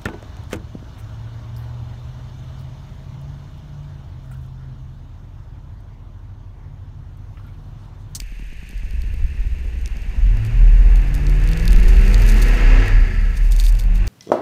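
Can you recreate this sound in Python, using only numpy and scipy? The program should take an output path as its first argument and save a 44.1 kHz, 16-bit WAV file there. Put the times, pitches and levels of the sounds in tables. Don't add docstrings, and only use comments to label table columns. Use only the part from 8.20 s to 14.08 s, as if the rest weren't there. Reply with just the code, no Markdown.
import sys
import numpy as np
from scipy import signal
from scipy.fft import rfft, irfft
from scipy.io import wavfile
from scipy.ndimage import uniform_filter1d

SR = 44100
rng = np.random.default_rng(int(sys.argv[2]) if len(sys.argv) > 2 else 0)


def elevation(decibels):
    levels = np.asarray(decibels, float)
    return 10 ** (levels / 20)


def bounce(signal):
    frames = np.transpose(np.atleast_2d(signal))
    limited = np.clip(frames, -1, 1)
    pcm = np.round(limited * 32767).astype(np.int16)
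    wavfile.write(sys.argv[1], SR, pcm)


N = 259308


def rms_one(x):
    return x / np.sqrt(np.mean(x ** 2) + 1e-20)


def in_time(rows):
    s, *columns = np.transpose(rows)
    return [np.interp(np.arange(N) / SR, s, column) for column in columns]


def at_hz(points, hz):
    table_hz, table_db = np.array(points).T
    return np.interp(np.log(hz), np.log(table_hz), table_db)


def drift(rate):
    r = np.exp(-80 * np.pi * rate / SR)
    steps = rng.standard_normal(N // 40 + 2002)
    slow = signal.lfilter([1], [1, -2 * r, r * r], steps)[2000:]
    return np.interp(np.arange(N) / 40, np.arange(len(slow)), rms_one(slow))


def resonance(x, hz, width_hz):
    r = np.exp(-np.pi * width_hz / SR)
    top = np.array([1, 0, -1]) * (1 - r * r) / 2
    bottom = [1, -2 * r * np.cos(2 * np.pi * hz / SR), r * r]
    return signal.lfilter(top, bottom, x + 1e-18)


def band(x, low_hz, high_hz):
    edges_hz = [low_hz, min(high_hz, .45 * SR)]
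    return signal.sosfilt(signal.butter(2, edges_hz, "band", fs=SR, output="sos"), x)


def coloured(spectrum, patchy_db):
    hz = np.maximum(np.arange(N // 2 + 1) * SR / N, 1)
    lowest_hz, highest_hz = spectrum[0][0], spectrum[-1][0]
    shaped = rfft(rng.standard_normal(N)) * elevation(at_hz(spectrum, hz)) * (hz > .7 * lowest_hz)
    out = np.zeros(N)
    for centre in np.arange(np.floor(np.log2(lowest_hz)), np.log2(highest_hz) + 1):
        share = np.clip(1 - np.abs(np.log2(hz) - centre), 0, 1)
        out += irfft(shaped * share, N) * elevation(patchy_db * drift(16.0))
    return rms_one(out)


def swells(rows, rise_db_per_s, sag_db_per_s, fall_db_per_s):
    t, out = np.arange(N) / SR, np.full(N, -90.)
    for s, peak_db, held_s, *_ in rows:
        rise_db = rise_db_per_s * np.minimum(t - s, 0)
        sag_db = sag_db_per_s * np.clip(t - s, 0, held_s)
        fall_db = fall_db_per_s * np.maximum(t - s - held_s, 0)
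        out = np.maximum(out, peak_db + rise_db - sag_db - fall_db)
    return out


# (time [s], firings [per s])
SPEED_CURVE = [(0.0, 42.0), (0.52, 50.0), (0.97, 69.5), (1.25, 65.5), (1.5, 53.0), (1.88, 56.0),
               (2.13, 102.5), (2.41, 120.9), (2.7, 132.7), (3.1, 144.2), (3.96, 199.5), (4.15, 216.0),
               (4.58, 263.3), (4.66, 267.5), (4.81, 248.5), (5.4, 101.2), (5.62, 86.0), (5.88, 96.0)]
# (time [s], airflow [0-1], combustion [0-1])
PEDAL_CURVE = [(0, 0.08, 0.1), (.5, 0.19, 0), (.95, 0.04, 0.79), (1.5, 0.17, 0.2), (1.85, 0.29, 0),
               (2.12, 0.19, 0.78), (2.42, 0.29, 0.67), (2.7, 0.34, 0.41), (3.0, 0.23, 0.86),
               (3.55, 0.61, 0.67), (4.3, 0.89, 0.86), (4.6, 1, 0.85), (4.68, 0.82, 0.17), (4.8, 0.35, 0.43),
               (5.0, 0.18, 0.15), (5.28, 0.07, 0.12), (5.42, 0.35, .02), (5.62, 0, 0.46),
               (5.88, 0.49, 0.72)]


def effort(law):
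    base_db, octave_db, air_db, burn_db = law
    air, burn = in_time(PEDAL_CURVE)
    speed_db = octave_db * np.log2(in_time(SPEED_CURVE)[0] / 100)
    return base_db + speed_db + air_db * air + burn_db * burn


def resonance_lift_db(hz, modes):
    power = sum(elevation(2 * top_db) / (1 + (2 * (hz - mode_hz) / width_hz) ** 2)
                for mode_hz, width_hz, top_db in modes)
    return 10 * np.log10(power)


# (pitch [Hz], level [dB])
WHINE_TONES = [
    (6310, -69),
    (12615, -73),
]


def electronics():
    t = np.arange(N) / SR
    whine = sum(elevation(level_db + 1.6 * drift(8)) * np.sin(2 * np.pi * hz * t + 0.87 * drift(6))
                for hz, level_db in WHINE_TONES)
    frames_per_s, blip_hz, blip_db = 29.97, 8600, -61.5
    gate = np.exp(-((t * frames_per_s + .5) % 1 - .5) ** 2 / 0.15 ** 2)
    return whine + elevation(blip_db) * gate * np.sin(2 * np.pi * blip_hz * t)


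# (pitch [Hz], level [dB per Hz])
WIND_COLOUR = [(11, -14), (18, 5), (38, -3), (60, 2), (130, -31), (460, -37.5), (500, -39.5), (650, -59),
               (1100, -120)]
# (time [s], level [dB])
WIND_GUSTS = [(0, -37.5), (1.03, -23.5), (2.85, -19.5), (3.34, -22), (3.55, -14), (4.52, -26.5), (4.8, -22),
              (4.95, -38), (5.2, -30), (5.42, -46), (5.6, -22)]


def wind():
    return elevation(in_time(WIND_GUSTS)[0] + 0.5) * coloured(WIND_COLOUR, patchy_db=4.0)


# (pitch [Hz], level [dB per Hz])
BODY_NOISE_COLOUR = [(250, -33), (420, -9.5), (460, -5), (548, -6.5), (630, -5.5), (804, -6), (1390, -12.5),
                     (1500, -5.5), (1950, -35), (3300, -120)]
# (time [s], level [dB])
ROLLING_LEVEL = [
    (0.6, -76),
    (1.6, -56.5),
    (2.7, -45.5),
    (5.1, -54.5),
    (5.6, -47),
]
# (base [dB], per octave of speed [dB], full airflow [dB], full combustion [dB])
EXHAUST_EFFORT = (-60.5, 6.5, 13, 1.5)


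def tyres_and_exhaust():
    level = np.hypot(elevation(effort(EXHAUST_EFFORT) + 5.0), elevation(in_time(ROLLING_LEVEL)[0]))
    return level * coloured(BODY_NOISE_COLOUR, patchy_db=0.97)


# (pitch [Hz], level [dB per Hz])
ENGINE_BAY_COLOUR = [(590, -29), (1000, -14), (1240, -18), (1750, 3), (2130, 1), (2680, 5), (3180, -8.5),
                     (5920, -17.5), (6480, -14), (7970, -25), (8740, -21.5), (9150, -34), (11600, -32),
                     (13100, -30), (15500, -43)]
# (base [dB], per octave of speed [dB], full airflow [dB], full combustion [dB])
ENGINE_BAY_EFFORT = (-49, 3, 13, 0.64)


def engine_bay():
    return elevation(effort(ENGINE_BAY_EFFORT) + 1.5) * coloured(ENGINE_BAY_COLOUR, patchy_db=0.57)


# (pitch [Hz], width [Hz], level [dB])
INTAKE_MODES = [(1325, 76, -7), (1690, 147, 0), (1866, 184, -1.1), (2110, 330, -2), (4660, 720, -13.5)]
# (base [dB], per octave of speed [dB], full airflow [dB], full combustion [dB])
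INTAKE_EFFORT = (-50, 13, 4.5, -1)


def intake():
    singing = np.zeros(N)
    for hz, width_hz, level_db in INTAKE_MODES:
        flow = rng.standard_normal(N)
        ridge = resonance(resonance(flow, hz, width_hz), hz, width_hz)
        singing += elevation(level_db) * rms_one(ridge)
    return elevation(effort(INTAKE_EFFORT) - 6.5) * singing


# (time [s], peak level [dB])
STRAY_KNOCKS = [
    (0.19, -25),
    (0.493, -31),
    (0.649, -39),
    (0.873, -30),
    (1.381, -26),
    (1.719, -47),
    (1.984, -25),
]


def knocks():
    clicks = np.zeros(N)
    first_s, period_s, pump_db = .013, .10242, -27
    pump = [(s, pump_db) for s in np.arange(first_s, N / SR - first_s, period_s)]
    for s, peak_db in pump + list(STRAY_KNOCKS):
        clicks[round((s + .005) * SR)] = -elevation(peak_db)
    push = np.convolve(clicks, np.hanning(round(0.0044 * SR)))[:N]
    return elevation(2.0) * band(push, 127, 1300) + elevation(20) * resonance(clicks, 270, 270)


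# (pitch [Hz], width [Hz], level [dB])
CASE_MODES = [(2320, 600, 3.5), (3660, 245, 4.5), (4440, 450, 6.5), (6610, 1010, 2.5), (7560, 730, 1.5),
              (9530, 1320, -1.5), (10560, 770, -2), (13430, 3400, -4.5)]


def case_ring(clicks):
    out = np.zeros(N)
    for k, (hz, width_hz, level_db) in enumerate(CASE_MODES):
        out += (-1) ** k * elevation(level_db) * resonance(clicks, hz, width_hz)
    return out


# (time [s], level [dB])
SNOW_THROW = [
    (0, -63.5),
    (2.0, -62.5),
    (3.0, -55.5),
    (3.5, -49),
    (4.25, -41.5),
    (4.55, -59.5),
    (5.09, -57.5),
    (5.45, -44.5),
    (5.7, -61),
]
# (time [s], level [dB], held [s])
SNOW_CLUMPS = [(0.0, -44.5, 0.00073), (2.26, -51.5, .005), (2.77, -51, .003), (2.95, -47, 0.0035),
               (3.68, -39.5, 0.012), (4.08, -35, 0.042), (4.22, -33.5, 0.007), (4.66, -52, 0.01965),
               (4.8, -54.5, .3), (5.17, -43, 0.0025), (5.32, -39.5, 0.0059), (5.395, -35.5, 0.0057),
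               (5.445, -34, 0.029), (5.595, -40, 0.0066), (5.75, -50.5, 0.038), (5.88, -47, .002)]


def spray():
    throw_db = in_time(SNOW_THROW)[0]
    level_db = np.maximum(throw_db, swells(SNOW_CLUMPS, 710, 40, 390))
    grains_per_s = 1000 * elevation(5 * drift(25) + .5 * (level_db - throw_db))
    born = rng.random(N) < grains_per_s / SR
    sizes = elevation(4.5 * np.minimum(rng.exponential(1, N), 3.0)) * rng.choice([-1, 1], N)
    fine_dust = 0.095 * rng.standard_normal(N)
    grains = band(case_ring(born * sizes + fine_dust), 3300, 24000)
    even = np.sqrt(uniform_filter1d(grains ** 2, size=3000))
    return elevation(level_db + 1.0) * grains / even


# (time [s], peak level [dB], level above 8 kHz [dB])
ICE_LUMPS = [(0.0024, -16, -33), (1.6591, -22, -49), (2.7577, -26.5, -35), (2.9432, -23, -35),
             (3.0678, -24, -47), (3.275, -24.5, -52), (3.3333, -21.5, -41), (3.3737, -23, -37),
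             (3.3975, -23.5, -44), (3.4548, -23, -29.5), (3.479, -14, -25), (3.5068, -19, -31),
             (3.5214, -20, -32.5), (3.5304, -17.5, -26), (3.5622, -21.5, -35), (3.6003, -25, -44),
             (3.8806, -24, -37), (3.944, -12, -30), (4.02, -21, -29), (4.0652, -28, -31),
             (4.2252, -31, -42), (4.6815, -27, -31.5), (5.3213, -18.5, -28.5), (5.3642, -22, -33),
             (5.399, -12, -29), (5.4391, -21, -31), (5.466, -17, -33), (5.5248, -34, -31.5),
             (5.597, -20.5, -31), (5.8764, -19.5, -39)]
# (time [s], peak level [dB])
ICE_PELLETS = [(0.4912, -32), (0.5097, -34), (0.5784, -37), (0.7092, -35.5), (0.819, -32), (3.289, -25),
               (0.9413, -36), (1.6138, -38), (1.6766, -31), (1.7689, -35), (1.82, -36), (2.171, -34),
               (2.2498, -29), (2.8185, -36), (2.95, -26), (2.9797, -35), (3.0967, -26), (3.239, -29),
               (3.315, -26), (3.6604, -25), (3.7675, -28), (3.846, -43), (4.143, -23), (4.304, -34),
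               (5.1706, -37), (5.2609, -35), (5.5519, -28), (5.6384, -30), (5.7569, -29), (5.8704, -25)]


def ticks():
    low, high = np.zeros(N), np.zeros(N)
    fade = np.exp(-np.arange(300) / SR / 0.00074)
    pellets = [(s, peak_db, peak_db - 9) for s, peak_db in ICE_PELLETS]
    for s, peak_db, top_db in list(ICE_LUMPS) + pellets:
        burst = rng.standard_normal(len(fade)) * fade
        burst[0] += 4.0
        burst = burst / np.sqrt(np.sum(burst ** 2))
        i = round(s * SR)
        low[i:i + len(fade)] += elevation(peak_db) * burst[:N - i]
        high[i:i + len(fade)] += elevation(top_db) * burst[:N - i]
    dull = elevation(15.0) * band(case_ring(low), 2700, 9400)
    bright = elevation(25.5) * band(case_ring(high), 7250, 16100)
    return dull + bright


# (time [s], level [dB], held [s])
FLOOR_RUTS = [
    (3.45, -23.5, 0.013),
    (5.56, -24.5, .01),
    (5.76, -35, 0.047),
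]


def floor_pan():
    tone = np.sin(2 * np.pi * 103.7 * np.arange(N) / SR)
    return np.sqrt(2) * elevation(swells(FLOOR_RUTS, 240, 30, 280)) * tone


# (time [s], level [dB], held [s], pitch [Hz])
DOOR_JOLTS = [(0.0, -29.5, 0.27, 39.76), (.55, -25, 0.094, 38.96), (.8, -19, 0.11, 38.33),
              (1.0, -23.5, 0.017, 36.9), (1.19, -20.5, 0.075, 39.1), (1.42, -28, 0.0092, 38.44),
              (1.59, -24.5, 0.45, 36.6), (2.03, -9.5, 0.092, 39.6), (2.4, -4.5, 0.39, 39.73),
              (2.9, -14.5, 0.016, 40.18), (3.08, -10, 0.23, 39.93), (3.41, -14, 0.011, 39.17),
              (3.51, -5.5, 0.49, 38.5), (3.95, -6.5, .39, 39.15), (4.45, -5.5, 0.14, 38.37),
              (4.73, -7.5, .1, 38.2), (4.98, -12, 0.11, 35.73), (5.22, -9.5, 0.29, 37.95),
              (5.45, -8.5, 0.097, 38.5), (5.66, -10.5, 0.15, 38.7)]


def door():
    hz, level_db = in_time(DOOR_JOLTS)[-1], swells(DOOR_JOLTS, 195, 7.4, 170)
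    swing = np.sqrt(2) * np.sin(2 * np.pi * np.cumsum(hz) / SR + 0.5 * drift(3.8))
    shaken = resonance(resonance(rng.standard_normal(N), 53.6, 6.1), 53.6, 6.1)
    return elevation(level_db) * (swing + 0.13 * rms_one(shaken))


# (order [eighths of the firing rate], level [dB])
CYLINDER_ORDERS = [(1, -18), (2, 7), (4, 11), (5, 7.5), (6, 4), (7, 2), (9, 4), (10, -7), (11, 2),
                   (12, -10), (13, -1.5), (14, -1), (15, -19.5), (17, -9), (18, -7.5), (19, -13), (20, -1),
                   (21, -11), (22, -8), (23, -11), (24, -4), (26, -6), (28, -6.5), (29, -11), (30, -6.5),
                   (32, -17.5)]
# (pitch [Hz], level [dB])
BODY_PASS = [(20, -6.5), (60, -13.5), (100, 2), (140, -6), (200, -4.5), (270, -7), (310, -11), (365, -1.5),
             (410, -8.5), (500, -3.5), (560, -36.5), (800, -44), (1100, -28)]
# (pitch [Hz], width [Hz], level [dB])
FRAME_MODES = [(50.6, 12, 0), (73.4, 13, -2), (105.3, 17.6, 3), (140.05, 37, -3.5), (169.2, 28, -0.5),
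               (215.7, 6.55, 1.5), (259, 17, -1.5), (119, 8.6, 2), (195, 15, -7)]
# (pitch [Hz], width [Hz], level [dB])
PIPE_MODES = [(135, 30, -1.5), (179, 15, 7), (265.3, 22, 2), (362, 46.6, 1.5), (416, 55, -5), (492, 28, -4)]
# (time [s], level [dB])
DRIVELINE_SHUDDER = [
    (0, -68),
    (2, -37),
    (3.6, -50),
    (4, -41),
    (4.3, -38),
    (4.6, -23),
    (5.1, -28),
    (5.25, -29),
    (5.5, -41),
]
# (base [dB], per octave of speed [dB], full airflow [dB], full combustion [dB])
FIRING_EFFORT = (-39.5, -0.5, -3.4, 19)
OCTAVE_EFFORT = (-54.5, -0.5, 6.5, 16)
UNEVEN_EFFORT = (-45.5, 0.95, 5.5, 6.5)
TILT_EFFORT = (-2, .3, 9, -2.3)


def engine():
    rate = in_time(SPEED_CURVE)[0]
    burn = in_time(PEDAL_CURVE)[1]
    cycle = 2 * np.pi * np.cumsum(rate) / SR / 8
    rough_db = 2.5 * (1 - burn) ** 2 * np.abs(drift(20))
    firing_db = effort(FIRING_EFFORT) + resonance_lift_db(rate, FRAME_MODES) - rough_db
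    octave_db = effort(OCTAVE_EFFORT) + resonance_lift_db(2 * rate, PIPE_MODES)
    shudder_db = in_time(DRIVELINE_SHUDDER)[0]
    out = np.zeros(N)
    for order, level_db in [(8, firing_db), (3, shudder_db), (16, octave_db)]:
        level = np.sqrt(2) * elevation(level_db + 2.2 * drift(9))
        out += level * np.sin(order * cycle + .2 * drift(8))
    load_db, tilt_db = effort(UNEVEN_EFFORT), effort(TILT_EFFORT)
    coarse = np.arange(0, N, 64)
    for order, level_db in CYLINDER_ORDERS:
        body_db = np.interp(np.arange(N), coarse, at_hz(BODY_PASS, order * rate[coarse] / 8))
        slope_db = tilt_db * np.log2(order / 8)
        level = elevation(load_db + level_db + body_db + slope_db + 2.8 * drift(5))
        out += level * np.sin(order * cycle + rng.uniform(0, 2 * np.pi) + .2 * drift(5))
    return out


def scene():
    air_noise = wind() + tyres_and_exhaust() + engine_bay() + intake()
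    impacts = knocks() + spray() + ticks()
    booms = floor_pan() + door()
    return (electronics() + air_noise + impacts + booms + engine())[None]


def band_limit(x):
    return signal.sosfilt(signal.butter(12, 16470, fs=SR, output="sos"), x)


def record(dry):
    cut = signal.sosfilt(signal.cheby2(12, 50, 16100, fs=SR, output="sos"), dry)
    rounded = 1.3 * np.tanh(cut / 1.4)
    return band_limit(rounded)


dry = scene()
out = record(dry)
bounce(out)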